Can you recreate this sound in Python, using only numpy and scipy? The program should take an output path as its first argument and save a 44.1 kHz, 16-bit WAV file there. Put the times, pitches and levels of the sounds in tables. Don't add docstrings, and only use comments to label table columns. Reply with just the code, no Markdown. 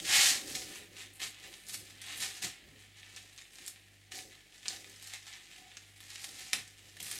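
import sys
import numpy as np
from scipy import signal
from scipy.fft import rfft, irfft
from scipy.io import wavfile
from scipy.ndimage import uniform_filter1d

SR = 44100
rng = np.random.default_rng(int(sys.argv[2]) if len(sys.argv) > 2 else 0)


def rack_gain(trim_db):
    fader = np.asarray(trim_db, float)
    return 10 ** (fader / 20)


def store_wav(level_fs):
    pcm = np.round(np.clip(np.atleast_2d(level_fs), -1, 1) * 32767)
    wavfile.write(sys.argv[1], SR, pcm.T.astype(np.int16))


N = 317079

# start_s, long_tape_db, tautness_db
RIP = [
    (0, -74, -10),
    (0.044, -53, -12),
    (0.052, -43, 1),
    (0.094, -31, -1.5),
    (0.158, -25, 0.5),
    (0.28, -29.5, 4),
    (0.34, -37.5, 3),
    (0.45, -59.5, -0.5),
    (0.6, -81, 1.5),
]
# start_s, long_tape_db, tautness_db
CREEP = [(0, -52, 6), (0.75, -54, 1), (0.89, -66.5, -12), (1.15, -64, -4), (1.6, -60.5, -7),
         (1.95, -58.5, -7), (2.4, -54, -1), (2.62, -61.5, -8), (3.1, -64, -5), (3.5, -68, -2),
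         (3.8, -65, -12), (3.95, -82, -8), (4.3, -70, -3), (4.6, -60.5, 1), (5.0, -61, 0.5),
         (5.55, -57, -2), (5.9, -61.5, -4), (6.3, -60, 6), (6.77, -69, -8)]
# peak_s, long_tape_db, rise_s (per 20 dB), fall_s (per 20 dB), tautness_db
SWELLS = [(0.535, -50.5, 0.2, 0.03, 3.5), (0.79, -52.5, 0.5, 0.1, -3.5), (1.004, -48.5, 0.09, 0.09, -1.5),
          (1.228, -40.5, 0.0148, 0.0747, 0.5), (1.45, -51, 0.07, 0.07, -2.5), (1.56, -56.5, 0.15, 0.16, 0),
          (1.748, -46.5, 0.0456, 0.02, 3.5), (1.69, -54, -0.02, 0.18, 6.5), (1.905, -58, -0.04, 0.02, 3),
          (5.15, -48.5, 0.08, .06, -2), (5.27, -52.5, 0.02, 0.16, -2.5), (3.175, -50, -0.02, 0.03, -8),
          (2.81, -61.5, .05, .1, -2), (2.11, -46, 0.12, 0.2, -4), (2.225, -40.5, 0.06, 0.1169, 3),
          (2.345, -57.5, -0.1, 0.15, 4), (2.446, -41.5, -0.18, 0.0829, -1.5),
          (2.804, -58.5, 0.07, 0.08, -1.5), (3.09, -59.5, -0.34, 0.1, -1.5), (3.387, -50, 0, 0.03, -4.5),
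          (3.6, -55.5, 0.09, 0.2, -1), (3.674, -53.5, 0, 0.03, 11), (4.2, -49, -0.03, 0, 3),
          (4.73, -46.5, 0.0644, 0.06, -1.5), (5.065, -52, 0.09, 0.08, 1.5), (5.335, -50.5, 0.09, 0.13, -5),
          (6.25, -49.5, 0.06, -1, 6), (6.42, -51.5, 0.21, 0.29, 2), (6.9, -61, 0.1, -1.5, 1.5),
          (7.17, -48.5, 0.23, -2, 1)]
# start_s, long_tape_db, fall_s (per 20 dB), tautness_db
JERKS = [(0.0, -27, 0, -5.5), (0.553, -42.5, 0.04, 6), (0.575, -51, 0.1, 8), (1.2, -45.5, 0.15, -1.5),
         (1.338, -54.5, 0.13, -11), (1.67, -60, 0.35, 6), (2.018, -52.5, 0.2, -1), (2.423, -42.5, 0.07, 5),
         (2.965, -61.5, 1.4, -2.5), (3.163, -56.5, 0.14, 1.5), (3.225, -68, 1.3, 0), (3.513, -68, 0.03, 3),
         (4.12, -48, 0.1, -1), (4.149, -56.5, 0.16, 9), (4.312, -59, 0.2, -6), (4.658, -48.5, 0.08, -6),
         (4.684, -55.5, 0.18, 6.5), (4.846, -60, -0.5, -2.5), (5.14, -52.5, -0.01, 3),
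         (5.773, -61, -0.2, -5), (5.965, -61, 2, -1.5), (6.156, -51, -0.05, 3.5), (6.29, -57.5, -0.16, 10),
         (6.095, -59, 0.4, 0), (6.534, -38.5, 0.0853, -2), (6.68, -67, .05, -12), (6.972, -48, -0.36, 0),
         (7.006, -42.5, 0, 1), (7.025, -57, 1, 5.5)]
# peak_s, level_db, rise_s (per 20 dB), fall_s (per 20 dB)
CRINKLES = [(0.5, -41, -5, 0), (0.63, -61, 4, 0.3), (0.79, -55.5, 0.2, 0), (1.135, -58, 0, 0.1),
            (1.31, -55.5, 0.12, -0.39), (1.57, -61, 0.2, 0.3), (1.685, -53, -0.05, 0.23),
            (7.02, -54, 0, .3), (1.73, -47.5, -0.06, 0.09), (2.17, -45.5, 0.02, 0.09),
            (2.795, -63, -0.4, 0.06), (3.14, -62, -0.2, -0.4), (3.33, -70.5, 0, 0.7),
            (3.52, -66, -1.7, 0.5), (4.14, -61, 0, -0.5), (5.94, -67, 0.2, 1.3), (7.18, -52, 0.23, 4)]
# peak_s, level_db, rise_s (per 20 dB), fall_s (per 20 dB)
PRESSES = [(0.2, -55, .3, .3), (0.6, -63, .4, .3), (1.23, -60, .04, .08), (1.47, -66, .08, .1),
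           (2.25, -66, .1, .1), (2.45, -56, .04, .06), (4.15, -61, .05, .15), (4.73, -62, .08, .1),
           (6.25, -71, .1, .1), (5.64, -63, .12, .1)]
# low_hz, high_hz
PANEL_MODE_HZ = (716, 792)
# low_hz, high_hz
PART_BANDS = [
    (1500, 4000),
    (4000, 8000),
    (8000, 15500),
    (600, 1500),
]
# pitch_hz, gain_db
COLOUR = [(500, -21.5), (640, -17.5), (760, -9.5), (900, -17.5), (1170, -13), (1600, -12.5), (1720, -4.5),
          (2300, -5), (7300, -7.5), (9350, -9.5), (13300, -17.5), (16000, -31)]
# start_s, strip_db, long_tape_db (over strip), paper_db (over strip)
SNAPS = [(0.0495, -37.5, -2, -11), (0.5517, -39.5, 7, -12), (1.202, -38.5, 0.5, -7), (1.2175, -35, 5, -9),
         (1.5397, -42, -5.5, -10), (2.0165, -40, -12, -2), (2.205, -35.5, -15, 1), (2.427, -46, 2, 7),
         (2.4363, -33.5, -4.5, -9), (2.4462, -28.5, -7, -6), (3.163, -41, -4, -7), (3.5857, -44, -0.5, -11),
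         (3.6796, -36, -8, 4.5), (4.1197, -38.5, -1, -7), (4.1889, -37, 0, -13.5), (4.657, -43, 5.5, -10),
         (4.6822, -18.5, -19, -24), (4.7054, -49.5, 13, -7), (4.8446, -46, 2.5, -12.5),
         (5.0254, -42, -10, -2), (5.1367, -36, -1, -6), (5.77, -35, -5.5, -21), (6.0046, -50, 2, 5.5),
         (6.158, -37, -2, -17), (6.243, -41, 4, 4), (6.532, -18, -4.5, -6.5), (6.9685, -52, 6, -2),
         (7.003, -46, 5.5, 6), (7.0662, -46.5, 5, 4), (7.1141, -36, -2, 6.5), (7.0284, -44.5, -11, 13.5),
         (3.031, -58, 11.5, -6)]
# start_s, strip_db, pitch_lean_db (+ is higher)
TICKS = [(0.7565, -38.5, -3.5), (1.735, -46, 2), (1.9001, -50, 1.5), (2.1585, -43, -2), (2.792, -55, -3),
         (3.1724, -46, 0), (3.3625, -48.5, 2), (3.378, -44, -4), (3.4145, -46, -6), (3.556, -46, 3),
         (3.663, -42, 15), (4.18, -41, 4), (4.2048, -45, -4), (4.581, -49.5, -1), (4.7618, -40, -4),
         (4.769, -43, -2), (2.234, -41, 0), (2.04, -46, -4), (2.341, -46, 7), (4.73, -40, -3),
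         (4.8969, -45, 5), (4.9657, -60, -3), (5.042, -46.5, 8), (5.073, -38.5, 7.5), (5.1442, -42, 0),
         (5.336, -45, -6), (5.9632, -51, -1.5), (6.103, -41.5, 4), (6.217, -44, 3), (6.252, -42, 3),
         (6.261, -43, 3), (6.423, -45, 2), (6.6775, -46, 5), (7.087, -49.5, 3), (7.156, -40, 13),
         (7.1794, -39, 5), (0.9716, -46, -2), (1.3456, -51, -5), (1.3995, -51, 7), (1.4392, -47, -6),
         (1.6674, -47, 7), (2.0952, -42, -6.5), (2.6412, -57, -8), (3.1504, -50, -5), (3.169, -46, -8),
         (3.227, -52, -1), (3.385, -44, -3), (3.42, -49, -5), (3.7597, -51.5, -7), (4.6297, -53, -7),
         (4.943, -52, -5), (5.0323, -43, 6), (5.1033, -45, -3), (5.15, -45, -6), (5.2263, -50.5, -6),
         (5.268, -47, -9), (5.3285, -47, -8), (5.716, -53, -10), (6.0664, -52, 1), (6.2919, -43.5, -2),
         (6.3927, -45, 8), (7.015, -45, 0), (7.1105, -41, 3), (7.127, -38, 4), (7.187, -40, 2)]
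# peak_s, level_db, rise_s (per 20 dB), fall_s (per 20 dB),
# deep_share_db
SHIFTS = [(0.01, -54, .1, .5, -6), (0.14, -49, .3, .4, -7), (0.45, -48.5, .6, .7, -11),
          (0.55, -60, .1, .15, 1), (0.73, -55, .4, .09, -7), (1.24, -64, .06, .1, 2),
          (1.47, -54, .08, .15, -9), (1.78, -56, .2, .2, -2), (2.25, -55, .3, .1, -4),
          (2.37, -61, .1, .05, -11), (2.67, -61, .15, .3, 1), (3.1, -68, .25, .8, -4),
          (3.6, -66, .15, .4, -4), (4.16, -54, .08, .25, -10), (4.75, -54, .13, .25, -10),
          (5.0, -69, .2, .2, -2), (5.6, -66, .4, .4, -3), (6.43, -61, .6, .15, -3),
          (2.442, -50, .04, .1, -1), (6.536, -52, .01, .09, 5), (6.85, -66, .3, .2, -4),
          (7.02, -60, .08, .2, 2), (7.18, -57, .25, .3, -7)]
# pitch_hz, gain_db
BOARD = [(110, -17), (160, -23), (290, -2.5), (390, 1.5), (480, -9), (600, -6.5), (700, -26)]
# pitch_hz, level_db (per Hz)
HISS = [(30, -108), (60, -101), (130, -103), (220, -104), (340, -102), (600, -107), (780, -104),
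        (950, -116), (1560, -109), (1760, -99), (3000, -102), (5000, -109), (9000, -112), (16000, -121)]
# pitch_hz, level_db (rms), phase_rad
HUM = [(50.01, -76, 0), (100.02, -71.2, 1.6), (99.0, -71.9, 2.3), (150.03, -82, 1), (200.05, -84, .26),
       (300.06, -84, 1.48), (346.5, -86, 2.5)]
# pitch_hz, difference_db (over centre)
WIDTH = [(40, -10), (100, -18), (200, -10), (400, -10), (900, -13), (3000, -17), (5500, -23), (7400, -41),
         (7700, -15), (9000, -13), (9400, -28), (16000, -26)]

SLIPS_PER_S, SLIP_COLOUR_DB, UNEVEN_DB, JUDDER_DB = 5000, 3.5, 0, 1.4
JERK_RISE_S = 0.009
PAPER_DB, PAPER_PER_TAUT, PANEL_DB = -7.5, 1.12, -12.5
TICK_LONG_DB, TICK_PAPER_DB = -7.5, -9
BENCH_S, BENCH_DB = 0.0039, -8.5
SNAP_ECHO_DB = 3.5
ROOM_T60_S, ROOM_TREBLE_T60_S, ROOM_DB = 0.24, 0.21, -5
TOP_HZ = 15800


def peeling():
    parts_db = pull()
    long_db = parts_db[0]
    share = np.clip(SLIPS_PER_S / SR * rack_gain(0.45 * (long_db + 50.5)), 0.04, 0.8)
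    uneven_db = UNEVEN_DB * (1 - share)
    slips = (rng.random(N) < share) * rng.standard_normal(N) / np.sqrt(share)
    slips = slips * rack_gain(uneven_db * (np.minimum(rng.exponential(size=N), 3) - 3.3))
    slips = slips * rack_gain(JUDDER_DB * (1 - share) * walk(45))
    out = 0
    for k in range(4):
        part = ring(slips * rack_gain(SLIP_COLOUR_DB * rng.standard_normal(N)), k)
        out = out + unit(part) * rack_gain(parts_db[k])
    return out + singing_panel()


def pull():
    rows = SWELLS + [(s, db, JERK_RISE_S, fall_s, taut) for s, db, fall_s, taut in JERKS]
    efforts = [(swell(*row[:-1]), row[-1]) for row in rows]
    for way in (RIP, CREEP):
        efforts.append((rack_gain(2 * curve(column=1, table=way)), curve(column=2, table=way)))
    long = sum(power for power, _ in efforts)
    strip = sum(power * rack_gain(2 * taut) for power, taut in efforts)
    paper = sum(power * rack_gain(2 * (PAPER_DB + PAPER_PER_TAUT * taut)) for power, taut in efforts)
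    paper = paper + sum(swell(*row) for row in CRINKLES)
    panel = long * rack_gain(2 * PANEL_DB)
    return 10 * np.log10([long, strip, paper, panel])


def swell(s, db, rise_s, fall_s):
    t = np.arange(0, N + 32, 32) / SR - s
    climb = np.clip(-t / max(rise_s, 0.004), -9, 9)
    ease = np.clip(t / max(fall_s, 0.004), -9, 9)
    power = 2 * rack_gain(2 * db) / (rack_gain(2 * 20 * climb) + rack_gain(2 * 20 * ease))
    return np.interp(np.arange(N) / SR - s, t, power)


def ring(clicks, k):
    return band(colour(clicks, COLOUR), PART_BANDS[k], order=3)


def singing_panel():
    sing = unit(band(rng.standard_normal(N), PANEL_MODE_HZ))
    return sing * np.sqrt(sum(swell(*row) for row in PRESSES))


def snaps():
    ticks = [(s, db, TICK_LONG_DB - lean, TICK_PAPER_DB + lean) for s, db, lean in TICKS]
    rows = np.array(SNAPS + ticks)
    start_s, strip_db, long_db, paper_db = rows.T
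    at = (start_s[:, None] * SR).astype(int) + np.arange(64)
    burst = rng.standard_normal((len(rows), 64)) * np.exp(-np.arange(64) / SR / 0.0013)
    burst[:len(SNAPS), 0] = 6.0
    burst[len(SNAPS):, 0] = 2.5
    burst = burst / np.sqrt(np.sum(burst ** 2, axis=1, keepdims=True))
    pulse = (np.arange(N) == 0) * 1.0
    out = 0
    for k, part_db in enumerate((long_db, 0, paper_db, long_db - 17.0)):
        db = strip_db + (0 if k == 1 else part_db)
        if k == 0:
            db = strip_db + long_db
        clicks = np.zeros(N + 64)
        np.add.at(clicks, at, burst * rack_gain(db + 8.5)[:, None])
        out = out + ring(clicks[:N], k) / abs(ring(pulse, k)).max()
    blows = np.zeros(N)
    blows[at[:, 0]] = rack_gain(strip_db + long_db - 8.5)
    return out + colour(blows, BOARD) / abs(colour(pulse, BOARD)).max()


def rumble():
    efforts = [swell(*row[:-1]) for row in SHIFTS]
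    deep = sum(power * rack_gain(2 * row[-1]) for power, row in zip(efforts, SHIFTS))
    knocks = rng.standard_normal((2, N)) * rack_gain(2.0 * walk(25))
    board = unit(colour(knocks[0], BOARD))
    trestle = unit(band(knocks[1], (75, 185)))
    return np.sqrt(sum(efforts)) * board * rack_gain(-2.5) + np.sqrt(deep) * trestle


def bench_echo(tape, breaks):
    lag = np.round(SR * (BENCH_S + 0.00014 * walk(4)))
    source = tape + breaks * (rack_gain(SNAP_ECHO_DB) - 1)
    return np.interp(np.arange(N) - lag, np.arange(N), source, left=0) * rack_gain(BENCH_DB)


def room(x):
    turn = 2 * np.pi * 1.3 * np.arange(N) / SR
    return sum(signal.fftconvolve(x * w, tail())[:N] for w in (np.cos(turn), np.sin(turn)))


def tail():
    t = np.arange(int(0.6 * SR)) / SR
    low = band(rng.standard_normal(len(t)), (60, 5000), order=1) * rack_gain(-60 * t / ROOM_T60_S)
    high = band(rng.standard_normal(len(t)), (5000, 18000), order=1) * rack_gain(-60 * t / ROOM_TREBLE_T60_S)
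    response = (low + 1.38 * high) * np.clip((t - 0.004) / 0.00069, 0, 1)
    return response / np.sqrt(np.sum(response ** 2))


def workshop():
    density = np.sqrt(SR / 2)
    mid, side = (colour(rng.standard_normal(N), HISS) * density * rack_gain(0.5 * walk(3.42)) for _ in range(2))
    t = np.arange(N) / SR
    hum = sum(np.sqrt(2) * rack_gain(db) * np.cos(2 * np.pi * hz * t + rad) for hz, db, rad in HUM)
    return mid + hum, side * rack_gain(2.5)


def curve(column, table):
    table = np.array(table)
    return np.interp(np.arange(N) / SR, table[:, 0], table[:, column])


def unit(x):
    return x / np.sqrt(np.mean(x ** 2))


def colour(x, points):
    hz, db = np.transpose(points)
    grid = np.arange(2049) * SR / 4096 + 1
    log_gain = np.log(rack_gain(np.interp(np.log(grid), np.log(hz), db)))
    cep = irfft(log_gain)
    cep[1:2048] *= 2
    cep[2049:] = 0
    return signal.fftconvolve(x, irfft(np.exp(rfft(cep))))[:N]


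def band(x, edges_hz, order=2):
    return signal.sosfilt(signal.butter(order, edges_hz, "band", fs=SR, output="sos"), x)


def walk(rate):
    k = int(SR / rate)
    steps = np.repeat(rng.standard_normal(N // k + 1), k)
    return unit(uniform_filter1d(steps, k)[:N])


def scene():
    peel = peeling() * rack_gain(-2.5)
    breaks = snaps()
    tape = peel + breaks + rumble() * rack_gain(-3.0)
    echo = bench_echo(tape, breaks)
    air_mid, air_side = workshop()
    mid = tape + echo + rack_gain(ROOM_DB) * room(tape) + air_mid
    side = colour(room(tape) + 0.6 * echo + air_side, WIDTH)
    side = side - 0.022 * mid
    return np.array([mid + side, mid - side])


def top_cut(x):
    return signal.sosfilt(signal.butter(12, 16250, fs=SR, output="sos"), x)


def record(dry):
    mix = signal.sosfilt(signal.ellip(8, 0.2, 70, TOP_HZ, fs=SR, output="sos"), dry)
    return top_cut(mix)


dry = scene()
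out = record(dry)
store_wav(out)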